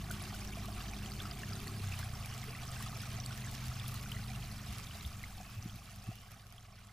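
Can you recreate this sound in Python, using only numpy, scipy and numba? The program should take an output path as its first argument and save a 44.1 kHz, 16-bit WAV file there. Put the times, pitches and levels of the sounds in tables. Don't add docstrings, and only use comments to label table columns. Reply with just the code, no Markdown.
import sys
import numpy as np
from scipy import signal
from scipy.fft import rfft, irfft, next_fast_len
from scipy.io import wavfile
from scipy.ndimage import uniform_filter1d
from numba import njit

SR = 44100
rng = np.random.default_rng(int(sys.argv[2]) if len(sys.argv) > 2 else 0)


def materialize(psi):
    bounded = np.clip(np.atleast_2d(psi).T, -1, 1)
    quanta = np.round(bounded * 32767).astype(np.int16)
    wavfile.write(sys.argv[1], SR, quanta)


N = 305172
TIME = np.arange(N) / SR


def undb(db):
    return 10 ** (np.asarray(db) / 20)


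def unit(x):
    return x / np.sqrt(np.mean(x ** 2))


def curves(table):
    times, *columns = np.transpose(table)
    return [np.interp(TIME, times, column) for column in columns]


def colour(x, points):
    size = next_fast_len(N + 4096)
    size += size % 2
    bin_hz = np.arange(size // 2 + 1) * SR / size
    hz, db = np.transpose(points)
    gain = undb(np.interp(np.log(bin_hz + 1), np.log(hz), db))
    cepstrum = irfft(np.log(gain))
    cepstrum[1:size // 2] *= 2
    cepstrum[size // 2 + 1:] = 0
    return irfft(rfft(x, size) * np.exp(rfft(cepstrum)))[..., :N]


def walk(rate):
    hold = max(int(SR / rate), 1)
    steps = np.repeat(rng.standard_normal(N // hold + 1), hold)
    return unit(uniform_filter1d(uniform_filter1d(steps, hold), hold)[:N])


def sides(pan_db):
    return undb(np.array([pan_db, -pan_db]) / 2)


@njit
def ring(start, hz, t60, gains, lag, rise, onset_cycles):
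    out = np.zeros((2, N))
    for k in range(len(start)):
        first, phase, envelope = int(start[k] * SR), 0., 1.
        length = t60[k] * SR
        decay = np.exp(-np.log(1000) / length)
        shift = 2 * np.pi * hz[k] * lag[k]
        for i in range(max(first, 0), min(first + int(length), N)):
            phase += 2 * np.pi * hz[k] * (1 + rise * (i - first) / length) / SR
            envelope *= decay
            swing = envelope * (1 - np.exp(-phase / (2 * np.pi * onset_cycles)))
            out[0, i] += gains[0, k] * swing * np.sin(phase)
            out[1, i] += gains[1, k] * swing * np.sin(phase - shift)
    return out


def swarm(count, low_hz, high_hz, cycles, spread_db, clump_db, lag_ms, rise, width_db=3.5):
    when, pitch, strength = rng.random((count, 3)).T
    life, pan, lag = rng.standard_normal((count, 3)).T
    shedding = np.cumsum(undb(clump_db * walk(45)))
    start = np.searchsorted(shedding, when * shedding[-1]) / SR
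    hz = low_hz * (high_hz / low_hz) ** pitch
    t60 = cycles * np.exp(0.4 * life) / hz
    gains = undb(-spread_db * np.log(strength + 0.018)) * hz * sides(width_db * pan - 2.0)
    lag_s = lag_ms * (lag + 1.44) / 1000
    return unit(ring(start, hz, t60, gains, lag_s, rise, onset_cycles=0.35))


def spatter(count=900, decay_s=.00035):
    when, strength = rng.random((count, 2)).T
    t = np.arange(48) / SR
    envelopes = np.exp(-t / decay_s) * undb(-5.0 * np.log(strength + .014))[:, None]
    common, left, right = rng.standard_normal((count, 3, len(t))).transpose(1, 0, 2)
    ticks = (0.09 * common + np.array([left, right])) * envelopes
    index = (when[:, None] * (N - len(t))).astype(int) + np.arange(len(t))
    out = np.array([np.bincount(index.ravel(), ear.ravel(), N) for ear in ticks])
    return unit(colour(out, [(1000, -11), (4000, -10.5), (8000, -5.5), (12000, -5)]))


def trickle(spatter_db=-4, wash_db=-3.5):
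    # frequency in Hz, gain in dB.
    water_eq = [(200, -0.5), (330, -9), (420, -2), (510, -10), (700, 0), (940, -4), (1300, 0.5), (1550, -2),
                (2500, -1), (3800, -5), (5500, -5.5), (8500, -10), (12000, -6.5), (15500, -14)]
    bubbles = swarm(count=13000, low_hz=283.2, high_hz=10500, cycles=40,
                    spread_db=3.0, clump_db=1.4, lag_ms=0.019, rise=0.08)
    mid, side = rng.standard_normal((2, N))
    mid = colour(mid, [(300, 0.5), (5000, 7.5), (12000, -2.0)])
    side = colour(side, [(300, 0.5), (1500, -29), (4000, -26.0), (12000, -8.5)])
    wash = unit(np.array([mid - side, mid + side]))
    surge = unit(walk(14) + walk(35) + walk(80))
    splash = undb(spatter_db + 2.4 * surge) * spatter() + undb(wash_db + 2.3 * surge) * wash
    water = bubbles * undb(.5 * surge) + splash * sides(-1.9)[:, None]
    return unit(colour(water, water_eq))


def gurgle():
    # centre in Hz, bandwidth in Hz, relative level in dB.
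    hollows = [(414, 69, -6.5), (702, 122, -1), (745, 70, -1.5), (1131, 75, 4), (1265, 25, -2.5)]
    glugs = swarm(count=2000, low_hz=367.6, high_hz=1447, cycles=19,
                  spread_db=2.0, clump_db=2, lag_ms=0.016, rise=0.04)
    return unit(sum(undb(db) * signal.lfilter(*signal.iirpeak(hz, hz / width, fs=SR), glugs)
                    for hz, width, db in hollows))


def plinks(starts, hz, level_db, cycles=44, rise=.38, width_db=1.5, lag_ms=.007):
    pan, lag = rng.standard_normal((len(starts), 2)).T
    start_hz = hz * (1 - rise / np.log(1000))
    gains = undb(level_db) * sides(width_db * pan)
    lag_s = lag_ms * (1 + lag) / 1000
    return ring(starts, start_hz, cycles / hz, gains, lag_s, rise, onset_cycles=0.84)


def splats(starts, level_db, snap_s=.00045, tail_s=0.018, tail_db=-14, width=.8):
    t = np.arange(2048) / SR
    envelope = np.exp(-t / snap_s) + undb(tail_db) * np.exp(-t / tail_s)
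    out = np.zeros((2, N + len(t)))
    for i, db in zip((starts * SR).astype(int), level_db):
        common, left, right = rng.standard_normal((3, len(t)))
        crack = (common + width * np.array([left, right])) * envelope
        out[:, i:i + len(t)] += crack / abs(crack).max() * undb(db)
    return colour(out[:, :N], [(500, -30), (3000, 6.5), (7000, 6), (11000, 7.0), (15500, 6)])


def sprinkle(count, db, spread_db):
    when, loudness, size = rng.random((count, 3)).T
    starts = (np.arange(count) + when) / count * N / SR
    return starts, db + spread_db * (2 * loudness - 1), size


def lesser_drips(low_hz=1200, high_hz=8000, db_per_octave=1.5):
    starts, level_db, size = sprinkle(count=46, db=-37.0, spread_db=1.0)
    hz = high_hz * (low_hz / high_hz) ** size
    bubbles = plinks(starts, hz, level_db + db_per_octave * np.log2(hz / high_hz))
    starts, level_db, _ = sprinkle(count=18, db=-48, spread_db=2.0)
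    return bubbles + splats(starts, level_db)


def loud_drips(plink_db=2.0, splat_db=1.0):
    # start in seconds, pitch in Hz, relative level in dB.
    plink_cues = [(0.106, 1485, -35.5), (0.114, 7600, -39), (0.475, 5710, -37), (0.57, 680, -43.5),
                  (0.683, 692, -41.5), (0.934, 2420, -38.5), (1.119, 4720, -35.5), (1.202, 3490, -32),
                  (1.254, 1350, -38.5), (1.312, 4970, -33), (1.434, 1800, -36.5), (1.533, 5025, -34),
                  (1.679, 4360, -38), (1.922, 2671, -35), (1.939, 2550, -36.5), (2.029, 1630, -38.5),
                  (2.48, 450, -47.5), (2.55, 2010, -40), (2.717, 8600, -36), (2.805, 1130, -40.5),
                  (3.005, 4997, -38), (3.201, 5750, -31), (3.261, 4560, -35.5), (3.262, 8260, -32),
                  (3.798, 3530, -35.5), (4.119, 3108, -31.5), (4.869, 3680, -40.5), (4.91, 3000, -40),
                  (4.951, 690, -48), (5.009, 4157, -40.5), (5.05, 3570, -36.5), (5.238, 2140, -34),
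                  (5.402, 748.7, -42), (5.626, 5870, -38.5), (5.697, 3300, -43), (6.114, 720, -46.5),
                  (6.581, 3304, -44.5)]
    # start in seconds, relative level in dB.
    splat_cues = [(0.112, -33), (0.3494, -40), (1.6729, -42), (1.9909, -32.5), (2.8264, -37), (3.019, -40),
                  (3.261, -38), (3.5125, -39), (3.8808, -33.5), (3.916, -41), (3.9426, -36), (4.117, -38),
                  (5.0626, -40)]
    starts, hz, level_db = np.transpose(plink_cues)
    bubbles = plinks(starts, hz, level_db + plink_db)
    starts, level_db = np.transpose(splat_cues)
    return bubbles + splats(starts, level_db + splat_db)


def reflections(x, t60, wet_db):
    t = np.arange(SR // 5) / SR
    echoes = rng.standard_normal((2, len(t))) * np.exp(-np.log(1000) * t / t60) * (t > .002)
    echoes *= undb(wet_db) / np.sqrt(np.sum(echoes ** 2, axis=1, keepdims=True))
    return x + signal.fftconvolve(x, echoes, axes=1)[:, :N]


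def engine_orders(hz, orders, jitter, waver_db=1.5):
    phase = 2 * np.pi * np.cumsum(hz * (1 + jitter * walk(12))) / SR
    out = np.zeros(N)
    for order, db in orders:
        scatter = np.clip((order * np.mean(hz) / 330) ** 3, 0, 1)
        direct = np.sqrt(1 - scatter) * undb(waver_db * walk(11))
        diffuse = np.sqrt(scatter / 2) * (walk(40) + 1j * walk(40))
        tone = np.exp(1j * (order * phase + 2 * np.pi * rng.random()))
        out += np.sqrt(2) * undb(db) * np.imag((direct + diffuse) * tone)
    return out


def shifting_engine(shift_s=1.804, boom_db=10, boom_order=3, dull_db_per_octave=14):
    # time in seconds, cycle rate in Hz, relative level in dB,
    # load from 0 (cruising) to 1 (pulling).
    drive = [(0, 29.96, -46.5, 0.62), (.6, 31.44, -52.5, 0.96), (1.1, 32.58, -49, 0.83),
             (1.78, 34.39, -45.5, 0.7), (1.87, 31.95, -44, 0.69), (2.3, 25.2, -45.5, 0.17),
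             (2.6, 24.9, -44, .02), (4.4, 24.93, -43, 0.039), (4.7, 24.6, -43.5, .22),
             (5.3, 23.94, -46.5, 0.29), (6.2, 23.36, -45, 0.095), (6.92, 21.4, -47, 0.09)]
    # multiple of the cycle rate, gain in dB pulling, gain in dB cruising.
    exhaust = [(2, 0, -28), (3, 4, -12), (4, 0.5, -4.5), (5, -5, 1.5), (6, -2.5, -16.5), (7, -9, -11.5),
               (8, -12, -26), (9, -10, -29), (10, -11, -37), (11, -11.5, -21), (12, -8.5, -31.5),
               (13, -15, -30)]
    hz, db, load = curves(drive)
    attack_s, hold_s, release_s = 0.026, 0.1, 0.5
    boom = np.interp(TIME, shift_s + np.cumsum([0, attack_s, hold_s, release_s]), [0, 1, 1, 0])
    orders = []
    for order, pulling_db, cruising_db in exhaust:
        load_db = load * pulling_db + (1 - load) * cruising_db
        shift_db = boom * (boom_db - dull_db_per_octave * abs(np.log2(order / boom_order)))
        orders.append((order, db + load_db + shift_db))
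    return engine_orders(hz, orders, jitter=0.0051)


def droning_engine():
    # time in seconds, firing rate in Hz, relative level in dB.
    drift = [(0, 51.18, -50), (.9, 51.25, -45.5), (1.6, 52.34, -52.5), (2.6, 53.38, -52.5),
             (4.5, 52.42, -47.5), (5, 51.14, -51.5), (5.3, 49.3, -48.5), (6.92, 49.07, -49.5)]
    # multiple of the firing rate, gain in dB.
    harmonics = [(1, 2.5), (2, -1.5), (3, -14.5), (4, -1.5), (5, -17.5)]
    hz, db = curves(drift)
    return engine_orders(hz, [(order, db + gain_db) for order, gain_db in harmonics], jitter=0.0041)


def rumble():
    # frequency in Hz, gain in dB.
    rumble_eq = [(8, -1), (22, 4), (35, -8.5), (60, -4.5), (100, 5.5), (150, -5.5), (220, -6.5),
                 (300, -21.5), (500, -30.5)]
    # time in seconds, relative level in dB.
    levels = [(0, 0), (2, 1), (3.2, 0), (4.7, 1.5), (5.3, 4.5), (6.92, -1.5)]
    return unit(colour(rng.standard_normal(N), rumble_eq)) * undb(curves(levels)[0])


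def bumps(thud_s=0.064, knock_s=0.024):
    # centre in seconds, thud pitch in Hz, thud level in dB,
    # knock in dB relative to the thud.
    touches = [(1.875, 89, -44, -27), (3.694, 81, -39, -20), (4.706, 67.64, -37, -25),
               (5.07, 70.7, -36.5, -28), (5.586, 97.3, -38, -27), (5.661, 108, -42.5, 4),
               (5.762, 98.5, -42, -8), (6.091, 113, -35.5, -4.5)]
    # pitch in Hz, gain in dB.
    housing = [(190, 1.5), (310, -9.5)]
    out = np.zeros(N)
    for centre_s, thud_hz, thud_db, knock_db in touches:
        t = TIME - centre_s
        knocks = [(hz, knock_db + db, knock_s) for hz, db in housing]
        for hz, db, length in [(thud_hz, 0, thud_s)] + knocks:
            on = abs(t) < length / 2
            window = np.cos(np.pi * t[on] / length) ** 2
            out[on] += undb(thud_db + db) * window * np.sin(2 * np.pi * hz * t[on])
    return out


def bird(quaver=.028):
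    # start in seconds, length in seconds, first and last pitch in Hz, dry level in dB.
    calls = [(4.773, 0.11, 2440, 2400, -69), (5.358, 0.29, 2460, 2650, -63.5),
             (5.971, .33, 2405, 3170, -64.5)]
    out = np.zeros(N)
    for start, length, from_hz, to_hz, db in calls:
        along = np.clip((TIME - start) / length, 0, 1)
        hz = (from_hz + (to_hz - from_hz) * along) * (1 + quaver * walk(170))
        out += undb(db) * np.sin(np.pi * along) * np.sin(2 * np.pi * np.cumsum(hz) / SR)
    return reflections(np.array([out, out]), t60=.5, wet_db=0)


def scene(trickle_db=-51, gurgle_db=-58.5, engines_db=-5, rumble_db=-50.5):
    fade_start_s, fade_db_per_s = 4.2, 4.5
    fade = undb(-fade_db_per_s * np.maximum(TIME - fade_start_s, 0))
    creek = undb(trickle_db) * trickle() * fade
    creek += undb(gurgle_db) * gurgle() * fade ** 0.83
    creek += lesser_drips() * fade ** 2
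    near = reflections(creek + loud_drips(), t60=.06, wet_db=-13)
    bed = undb(engines_db) * (shifting_engine() + droning_engine()) + undb(rumble_db) * rumble()
    return near + bed * fade + bird() + bumps()


def record(dry, top_hz=15350):
    return signal.sosfilt(signal.ellip(10, .2, 80, top_hz, fs=SR, output="sos"), dry)


dry = scene()
out = record(dry)
materialize(out)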